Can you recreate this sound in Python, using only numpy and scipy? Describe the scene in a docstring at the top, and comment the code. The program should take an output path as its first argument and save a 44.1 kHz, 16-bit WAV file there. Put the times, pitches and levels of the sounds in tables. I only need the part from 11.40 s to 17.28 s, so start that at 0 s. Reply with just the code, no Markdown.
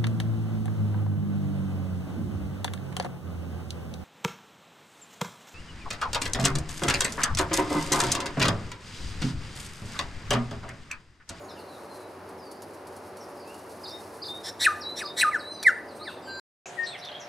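"""A forest opens on a faint rumble, ticking leaves and thin, far-off whistles; a small bird starts to warble.
At 3 s a bellbird sings close by: its syrinx beats out buzzing rasps that break into falling bell notes.
A distant chord enters just before 5 s, then everything cuts to a quarter second of silence.
Among other trees a tui wheezes, rings one clear bell note and goes on into hoarse chirps."""
import sys
import numpy as np
from scipy import signal
from scipy.fft import rfft, irfft
from scipy.io import wavfile
from scipy.ndimage import uniform_filter1d

SR = 44100
rng = np.random.default_rng(int(sys.argv[2]) if len(sys.argv) > 2 else 0)


def file_out(sig):
    """Save sig as 16-bit WAV at sys.argv[1]."""
    # one column per channel
    cols = np.atleast_2d(sig).T
    # limit, then scale
    lim = np.clip(cols, -1, 1)
    pcm = np.round(lim * 32767).astype(np.int16)
    wavfile.write(sys.argv[1], SR, pcm)


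N = 259308
T = np.arange(N) / SR

# Levels in the tables are relative: each layer is shaped and trimmed afterwards.
# The bellbird's falling notes. Each row: start, fall and hold in seconds, top and end pitch in Hz,
# bend (1 is straight, more is steep at first), level in dB.
BELL_NOTES = [(3.243, 0.045, 0.038, 3114, 1208, 1.72, -9), (3.597, 0.051, 0.033, 2800, 1172, 1.8, -28),
              (3.809, 0.042, 0.046, 3213, 1231, 1.7, -12), (3.909, 0.068, .002, 2480, 1278, 1.13, -23.5),
              (4.242, .054, 0.019, 2468, 1393, .85, -13.5), (4.605, 0.031, .012, 1246, 1237, 0.95, -33),
              (4.645, .058, 0.0047, 2550, 1320, 1.2, -29.5)]
# The bell voice's harmonics. Each row: multiple of the pitch, level in dB.
BELL_PARTIALS = [(1, -2), (2, -32), (4, -34), (5, -34.5)]
# The bellbird's rasps. Each row: start and length in seconds, pitch in Hz, level and swell in dB.
RASPS = [(3.026, 0.069, 1771, -37, 10.5), (3.19, 0.054, 1914, -24.5, 14.5), (3.552, .046, 1848, -36, 11),
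         (3.759, 0.05, 1930, -25, 15)]
# A rasp's harmonics. Each row: multiple of the pitch, level in dB.
RASP_PARTIALS = [(1, -5.5), (2, 3.5), (3, -15.5), (4, -5), (5, -20.5)]
# Squeals where a rasp breaks into a bell note. Each row: start and length in seconds, level in dB.
SQUEALS = [(3.244, 0.017, -23.5), (3.589, 0.041, -41.5), (3.809, 0.019, -22)]
# The bellbird's sharp clicks. Each row: start in seconds, level in dB.
CLICKS = [(3.359, -48), (4.2285, -27), (4.2345, -33)]
# The bellbird's stereo image. Each row: frequency in Hz, left minus right in dB, left lead in radians.
BELLBIRD_IMAGE = [(1200, .2, .2), (1550, 2.2, -.25), (1850, 1.8, -.25), (2020, -2.5, -.4), (2600, -.3, .15),
                  (6000, .3, 0)]
# The tui's wheezes. Each row: start and length in seconds, centre and width in Hz, level in dB.
WHEEZES = [(5.225, 0.084, 6570, 1700, -47), (5.243, .031, 2670, 502, -47.5), (5.249, .2, 7960, 3470, -59),
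           (5.432, 0.039, 5180, 1300, -43.5), (5.576, 0.041, 5460, 900, -51),
           (5.579, 0.023, 10000, 3000, -60), (5.647, .016, 4670, 2390, -43),
           (5.643, 0.018, 9500, 4000, -59)]
# Chirps around the tui, thin whistles and far scratchy calls. Each row: start and length in seconds,
# first, middle and last pitch in Hz, level in dB.
CHIRPS = [(5.458, 0.047, 3655, 4160, 3410, -38.5), (5.459, .07, 8030, 8200, 8270, -51),
          (5.503, 0.069, 3550, 3490, 2480, -41.5), (5.529, 0.048, 2795, 2130, 1890, -40),
          (5.613, 0.042, 3730, 4040, 3400, -42.5), (5.654, .056, 3470, 3530, 2700, -45),
          (5.708, 0.014, 3200, 4030, 4400, -44), (5.717, 0.074, 2980, 3250, 3320, -45),
          (5.796, 0.067, 6400, 5660, 5150, -51)]
WHISTLES = [(0, 0.071, 7100, 6800, 6450, -61.5), (0.409, .27, 4250, 4120, 3800, -64),
            (.98, 0.13, 5440, 4730, 4400, -56.5), (2.056, 0.099, 2520, 2765, 2930, -53.5),
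            (3.948, 0.079, 8560, 8350, 8250, -58), (4.053, 0.14, 8600, 8870, 8600, -63),
            (4.105, 0.19, 6100, 6030, 5900, -61.5), (4.289, 0.12, 8900, 8920, 8750, -63.5),
            (4.51, 0.26, 7970, 8730, 8100, -62.5), (4.824, 0.29, 7740, 7280, 7000, -60)]
SCRATCHES = [(0.07, 0.054, 4800, 4000, 3600, -55.5), (0.091, 0.069, 5700, 5050, 4520, -55.5),
             (0.131, 0.069, 3490, 2990, 2720, -61), (0.185, .045, 4600, 4300, 3900, -56),
             (.268, .11, 4300, 4030, 3650, -57), (1.086, 0.16, 4500, 4780, 4900, -64),
             (1.78, .073, 6200, 5570, 5070, -59), (1.956, 0.14, 5100, 4650, 4160, -61.5),
             (2.479, 0.094, 5600, 5230, 3880, -55), (4.11, 0.14, 5330, 4730, 4600, -52.5),
             (4.476, .071, 4900, 4300, 3580, -52), (4.59, 0.079, 3900, 4270, 5340, -48),
             (4.656, 0.049, 4500, 3706, 3220, -45.5), (4.684, 0.044, 2650, 2680, 2780, -49.5),
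             (4.821, 0.14, 5000, 4400, 3870, -53.5), (4.86, 0.049, 3210, 2900, 2700, -55)]
# A small bird's calls. Each row: start, length and warble time in seconds, number of swings up or down,
# top and held pitch in Hz, top and held level in dB.
WARBLES = [(2.433, 0.15, .068, 3.44, 5050, 3600, -37.5, -44.5),
           (2.817, 0.19, .069, 3.6, 5020, 3555, -36, -41.5),
           (3.407, 0.19, 0.034, 0.96, 5660, 3850, -35, -38),
           (3.609, 0.19, .072, 3.7, 5030, 3620, -38.5, -44.5),
           (3.976, 0.25, 0.038, 1.1, 5500, 3850, -49, -42)]
# A distant bird's steady chord. Each row: start in seconds, pitch in Hz, level in dB.
CHORD = [(4.868, 1567, -41.5), (4.872, 4720, -47.5), (4.885, 4086, -46)]
# Ticks among the leaves. Each row: start in seconds, level in dB.
LEAF_TICKS = [(.8894, -54), (1.1139, -47.5), (1.2201, -45), (1.4706, -49.5), (1.5638, -48.5), (1.7689, -49),
              (2.0747, -52.5), (2.1435, -51), (2.2942, -55)]
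# The fader ride on the foliage's rustle. Each row: time in seconds, level in dB.
RUSTLE_RIDE = [(0.0, -73), (0.43, -66.5), (0.85, -75), (1.35, -68.5), (1.69, -70.5), (2.65, -62),
               (4.31, -75.5), (4.75, -69), (4.85, -75)]
# Faint far-off drones in each setting. Each row: pitch in Hz, level in dB.
FOREST_DRONES = [(95, -63), (376.8, -57), (441.4, -60.5), (581.4, -57.5)]
GROVE_DRONES = [(376.8, -58), (597.5, -57), (710.6, -54)]
# EQ curves for the bellbird's breath and squeal, the leaves and the two rumble beds.
# Each row: frequency in Hz, gain in dB.
THROAT_EQ = [(900, -41), (1750, 2.5), (2700, -24), (3900, 4.5), (4800, -7.5), (5600, 1.5), (6700, -13),
             (7800, -7), (9800, -5.5), (11500, -15.5), (13400, -13.5), (16000, -36)]
SQUEAL_EQ = [(1400, -24), (2500, 12), (3300, -10), (4200, -9), (6500, -24.5), (8000, -1), (10000, -2),
             (11500, -20.5), (16000, -23.5)]
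LEAF_EQ = [(1500, -32), (4500, 5), (7500, 0), (10000, 5.5), (13000, -3.5), (16000, -16.5)]
FOREST_EQ = [(18, -104.5), (30, -45.5), (81, -12), (147, -11.5), (374, -1.5), (415, -7.5), (448, -3),
             (978, -7), (2250, -22.5), (2770, -26), (3410, -31.5), (4800, -29), (7830, -42), (10200, -36.5),
             (15000, -47.5)]
GROVE_EQ = [(30, -32), (70, -17), (125, -3.5), (250, -7.5), (380, -5), (700, 0.5), (1250, -8.5), (1600, -7),
            (4000, -18), (8000, -34), (11500, -33), (15000, -47)]


def bellbird(bounce=0.6, echo_s=.004, hiss_db=-28):
    """Rasps, squeals, bell notes and clicks; an echo off a near surface makes the falling notes throb."""
    notes = [bell_note(*row) for row in BELL_NOTES]
    bells = syrinx(notes, waver=0.007, flutter_db=3.5, partials=BELL_PARTIALS, edge_s=0.007)
    bell_envelope = uniform_filter1d(np.abs(bells), size=300)
    hiss = undb(hiss_db) * bell_envelope * noise(THROAT_EQ)  # air rushing through the syrinx
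    voice = bells + hiss + rasps()
    voice += noise(SQUEAL_EQ) * sum(undb(db) * puff(start, length) for start, length, db in SQUEALS)
    voice += noise(THROAT_EQ) * strikes(CLICKS, decay_s=0.0036)
    voice += bounce * np.interp(T - echo_s, T, voice)
    return between_ears(voice) + trees(voice, wet_db=-12.5, t60_s=0.42, treble_db=-4.0)


def bell_note(start, fall, hold, top_hz, end_hz, bend, db, throat_hz=1720, throat_q=5.38):
    """A fall to a held pitch, blooming as it passes through the throat's resonance."""
    t = clock(fall + hold)
    hz = end_hz + (top_hz - end_hz) * np.maximum(1 - t / fall, 0) ** bend
    detuning = throat_q * (hz / throat_hz - throat_hz / hz)
    attack_db = 4 * np.maximum(1 - t / .02, 0)
    sag_db = 60 * np.maximum(t - fall, 0)  # the held pitch fades at 60 dB a second
    return start, hz, db - attack_db - sag_db - 10 * np.log10(1 + detuning ** 2)


def rasps(pulse_hz=275, rise=0.052, rough_rad=0.33, hiss_db=-3.5, attack_s=0.021, release_s=0.007):
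    """A slightly rising tone chopped into pulses by the beating syrinx, with a puff of hiss in each."""
    out, breath = np.zeros(N), noise(THROAT_EQ)
    loudest_db = max(row[3] for row in RASPS)
    for start, length, hz, db, swell_db in RASPS:
        i = np.flatnonzero((T > start) & (T < start + length + .03))
        t, n = T[i] - start, len(i)
        progress = np.minimum(t / length, 1)
        beat_hz = pulse_hz * (1 + .035 * walk(190, size=n))
        pulses = unit(0.34 + np.sin(phase_of(beat_hz) / 2) ** 2)
        phase = phase_of(hz * (1 + rise * (progress - .5))) + rough_rad * walk(900, size=n)
        third_db = 1.95 * (loudest_db - db)  # softer rasps are thinner: the third harmonic stands out
        tone = unit(sum(undb(level + third_db * (k == 3)) * np.sin(k * phase + rng.uniform(0, 2 * np.pi))
                        for k, level in RASP_PARTIALS))
        swell = undb(db - swell_db * (1 - progress) ** 2)
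        fades = np.minimum(t / attack_s, 1) * np.exp(-np.maximum(t - length, 0) / release_s)
        out[i] += swell * fades * pulses * (tone + undb(hiss_db) * breath[i])
    return out


def syrinx(notes, waver, flutter_db, partials=((1, 0),), waver_hz=250, flutter_hz=68, edge_s=0.0037):
    """A bird's near-sine voice on (start, pitch, level) notes; fast, wide wavering makes it scratchy."""
    out = np.zeros(N)
    wobble, flutter = 1 + waver * walk(waver_hz), flutter_db * walk(flutter_hz)
    for start, hz, db in notes:
        i = np.clip(int(start * SR) + np.arange(len(hz)), 0, N - 1)
        fades = signal.windows.tukey(len(i), min(2 * edge_s * SR / len(i), 1))
        phase = phase_of(hz * wobble[i])
        tone = sum(undb(level) * np.sin(k * phase) for k, level in partials)
        out[i] += undb(db + flutter[i]) * fades * tone
    return np.sqrt(2) * out


def between_ears(x):
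    """Each pitch reaches the two ears with its own small difference in level and phase."""
    hz, db, lead = np.transpose(BELLBIRD_IMAGE)
    f = np.fft.rfftfreq(N, 1 / SR)
    left = undb(np.interp(f, hz, db) / 2) * np.exp(.5j * np.interp(f, hz, lead))
    return irfft(rfft(x) * np.array([left, 1 / left]), N)


def tui():
    """One clear bell note on the left, amid wheezes and hoarse chirps that ring through the grove."""
    bell = syrinx([tui_note()], waver=.001, flutter_db=1.5)
    chirps = [arc(*row) for row in CHIRPS]
    clear = syrinx(chirps, waver=0.0126, flutter_db=3.5, flutter_hz=162.6)
    hoarse = syrinx(chirps, waver=0.072, flutter_db=7.0, waver_hz=1201)
    chatter = clear * undb(-2.0) + hoarse * undb(-4.5)
    for start, length, hz, width, db in WHEEZES:
        band = [(hz / 2, -40), (hz - width / 2, -3), (hz, 0), (hz + width / 2, -3), (hz + 2 * width, -50)]
        chatter += undb(db) * puff(start, length) * noise(band)
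    reverb = trees(bell, wet_db=-8.5, t60_s=0.53, treble_db=-5)
    reverb += trees(chatter, wet_db=-6, t60_s=0.29, treble_db=-1.0)
    return pan(bell, left_db=8.0) + chatter * undb(-1.5) + reverb


def tui_note(start=5.368, attack_s=0.0245, hold_s=0.043, release_s=0.067, hz=1843, scoop_hz=159):
    """The tui's bell scoops down onto its pitch, holds and dies away."""
    t = clock(attack_s + hold_s + release_s)
    settling = np.maximum(1 - t / attack_s, 0)
    dying = np.maximum(t - attack_s - hold_s, 0) / release_s
    db = -28.5 - 24 * (settling + dying)
    return start, hz + scoop_hz * settling, db


def small_birds():
    """Warbles, whistles, scratchy calls and a held chord from deeper in the forest."""
    song = undb(-2) * syrinx([warble(*row) for row in WARBLES],
                             waver=0.0076, flutter_db=4.0, waver_hz=451.7, flutter_hz=88.6)
    whistles = undb(-0.5) * syrinx([arc(*row) for row in WHISTLES],
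                                   waver=.007, flutter_db=3.5, flutter_hz=129.3)
    scratches = undb(-2.5) * syrinx([arc(*row) for row in SCRATCHES],
                                    waver=0.039, flutter_db=4.5, waver_hz=1004, flutter_hz=132.2)
    chord = np.sqrt(2) * sum(undb(db) * np.clip((T - start) / 0.015, 0, 1) * np.sin(2 * np.pi * hz * T)
                             for start, hz, db in CHORD)
    reverb = trees(song, wet_db=-2.0, t60_s=0.18, treble_db=0)
    reverb += trees(whistles + scratches, wet_db=0, t60_s=0.52, treble_db=-5.5)
    return song + whistles + scratches + chord + reverb


def warble(start, length, warble_s, swings, top_hz, held_hz, top_db, held_db, arch_hz=197.8, arch_s=.23):
    """The pitch swings between two limits and lands on a gently arching note that fades at its end."""
    t = clock(length)
    angle = np.pi * swings * np.maximum(1 - t / warble_s, 0)
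    swing = np.sin(angle / 2) ** 2
    arch = arch_hz * np.sin(np.pi * np.maximum(t - warble_s, 0) / arch_s)
    hz = held_hz + (top_hz - held_hz) * swing + arch
    upstroke_db = 3.5 * np.maximum(-np.sin(angle), 0)  # upward swings are softer
    strain_db = 39 * np.maximum(np.log2(hz / 4900), 0)  # the voice weakens above 4900 Hz
    fade_db = 10 * np.maximum(1 - (length - t) / 0.091, 0)
    return start, hz, held_db + (top_db - held_db) * swing - upstroke_db - strain_db - fade_db


def arc(start, length, from_hz, middle_hz, to_hz, db, swell_db=7):
    """One smooth bow of pitch, loudest in the middle."""
    x = 2 * clock(length) / length - 1
    hz = middle_hz + (to_hz - from_hz) / 2 * x + ((from_hz + to_hz) / 2 - middle_hz) * x ** 2
    return start, hz, db - swell_db * x ** 2


def trees(x, wet_db, t60_s, treble_db):
    """Trunks and leaves scatter a thin reverb tail, mostly alike in both ears; treble_db darkens it."""
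    t = T[:SR]
    scatter = rng.standard_normal((3, SR)) * undb(4 * rng.standard_normal(SR))
    tails = scatter * undb(-60 * t / t60_s) * np.minimum(t / .008, 1)
    tails = tails[:2] * 0.41 + tails[2]  # one tail for each ear plus a shared one
    tails /= np.sqrt(np.mean(np.sum(tails ** 2, axis=1)))
    send = colour(x, [(200, 0.006), (2000, 0.0061), (10000, treble_db)])
    return undb(wet_db) * signal.fftconvolve(send[None], tails, axes=1)[:, :N]


def leaves(grain_db=5.5, flicker_db=3.0, trim_db=6):
    """Foliage rustles in a fine crackle, with a few louder ticks."""
    grains = rng.standard_normal(N) * undb(grain_db * rng.standard_normal(N))
    ride_db = trim_db + np.interp(T, *np.transpose(RUSTLE_RIDE)) + flicker_db * walk(45)
    rustle = unit(colour(grains, LEAF_EQ)) * undb(ride_db)
    return rustle + noise(LEAF_EQ) * strikes(LEAF_TICKS, decay_s=0.015)


def rumble(eq, db, width_db):
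    """A distant bed that sways a little; the bass sits in the centre."""
    mid = noise(eq) * undb(.5 * walk(9))
    side = colour(noise(eq), [(100, -19), (300, -15.5), (650, -3.0), (3000, 1.0)]) * undb(width_db)
    return undb(db) * np.array([mid + side, mid - side])


def drones(tones, swell_db=3, drift_hz=5):
    """Faint far-off tones that swell and waver."""
    return np.sqrt(2) * sum(undb(db + swell_db * walk(5.1)) * np.sin(phase_of(hz + drift_hz * walk(14)))
                            for hz, db in tones)


def undb(db):
    """Decibels to gain."""
    return 10 ** (np.asarray(db) / 20)


def unit(x):
    """Scale to rms 1."""
    return x / np.sqrt(np.mean(x ** 2))


def clock(length):
    """Seconds since the start of a note."""
    return np.arange(max(int(length * SR), 2)) / SR


def phase_of(hz):
    """Running phase of a pitch curve, in radians."""
    return 2 * np.pi * np.cumsum(hz) / SR


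def walk(rate_hz, size=N):
    """Smooth random modulation, spread near 1."""
    k = max(int(SR / rate_hz), 1)
    steps = np.repeat(rng.standard_normal(size // k + 1), k)
    return 1.321 * uniform_filter1d(uniform_filter1d(steps, k), k)[:size]


def colour(x, eq):
    """Apply a (Hz, dB) EQ curve, rolling off below its first point."""
    hz, db = np.transpose(eq)
    f = np.maximum(np.fft.rfftfreq(N, 1 / SR), 1)
    gain = undb(np.interp(np.log(f), np.log(hz), db)) * np.minimum(f / hz[0], 1) ** 2
    return irfft(rfft(x) * gain, N)


def noise(eq):
    """Coloured noise of rms 1."""
    return unit(colour(rng.standard_normal(N), eq))


def puff(start, length):
    """A rounded swell."""
    return np.sqrt(np.abs(np.sin(np.pi * np.clip((T - start) / length, 0, 1))))


def strikes(rows, decay_s):
    """Envelope of hard attacks that die away."""
    return sum(undb(db) * (T >= start) * np.exp(-np.clip((T - start) / decay_s, 0, 20))
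               for start, db in rows)


def pan(x, left_db):
    """Make the left channel left_db louder than the right."""
    return x * undb(np.array([[left_db], [-left_db]]) / 2)


def scene(cut_s=4.998, resume_s=5.2575):
    """The bellbird's forest, a hard cut to silence, the tui's grove."""
    forest = bellbird() + small_birds()
    forest += rumble(FOREST_EQ, db=-44, width_db=-8) + drones(FOREST_DRONES) + leaves()
    grove = tui() + rumble(GROVE_EQ, db=-45, width_db=-5) + drones(GROVE_DRONES)
    return forest * (T < cut_s) + grove * (T > resume_s)


def record(dry, top_hz=15700):
    """A steep low-pass takes the very top off the mix."""
    return signal.sosfilt(signal.ellip(10, .1, 80, top_hz, fs=SR, output="sos"), dry)


dry = scene()
out = record(dry)
file_out(out)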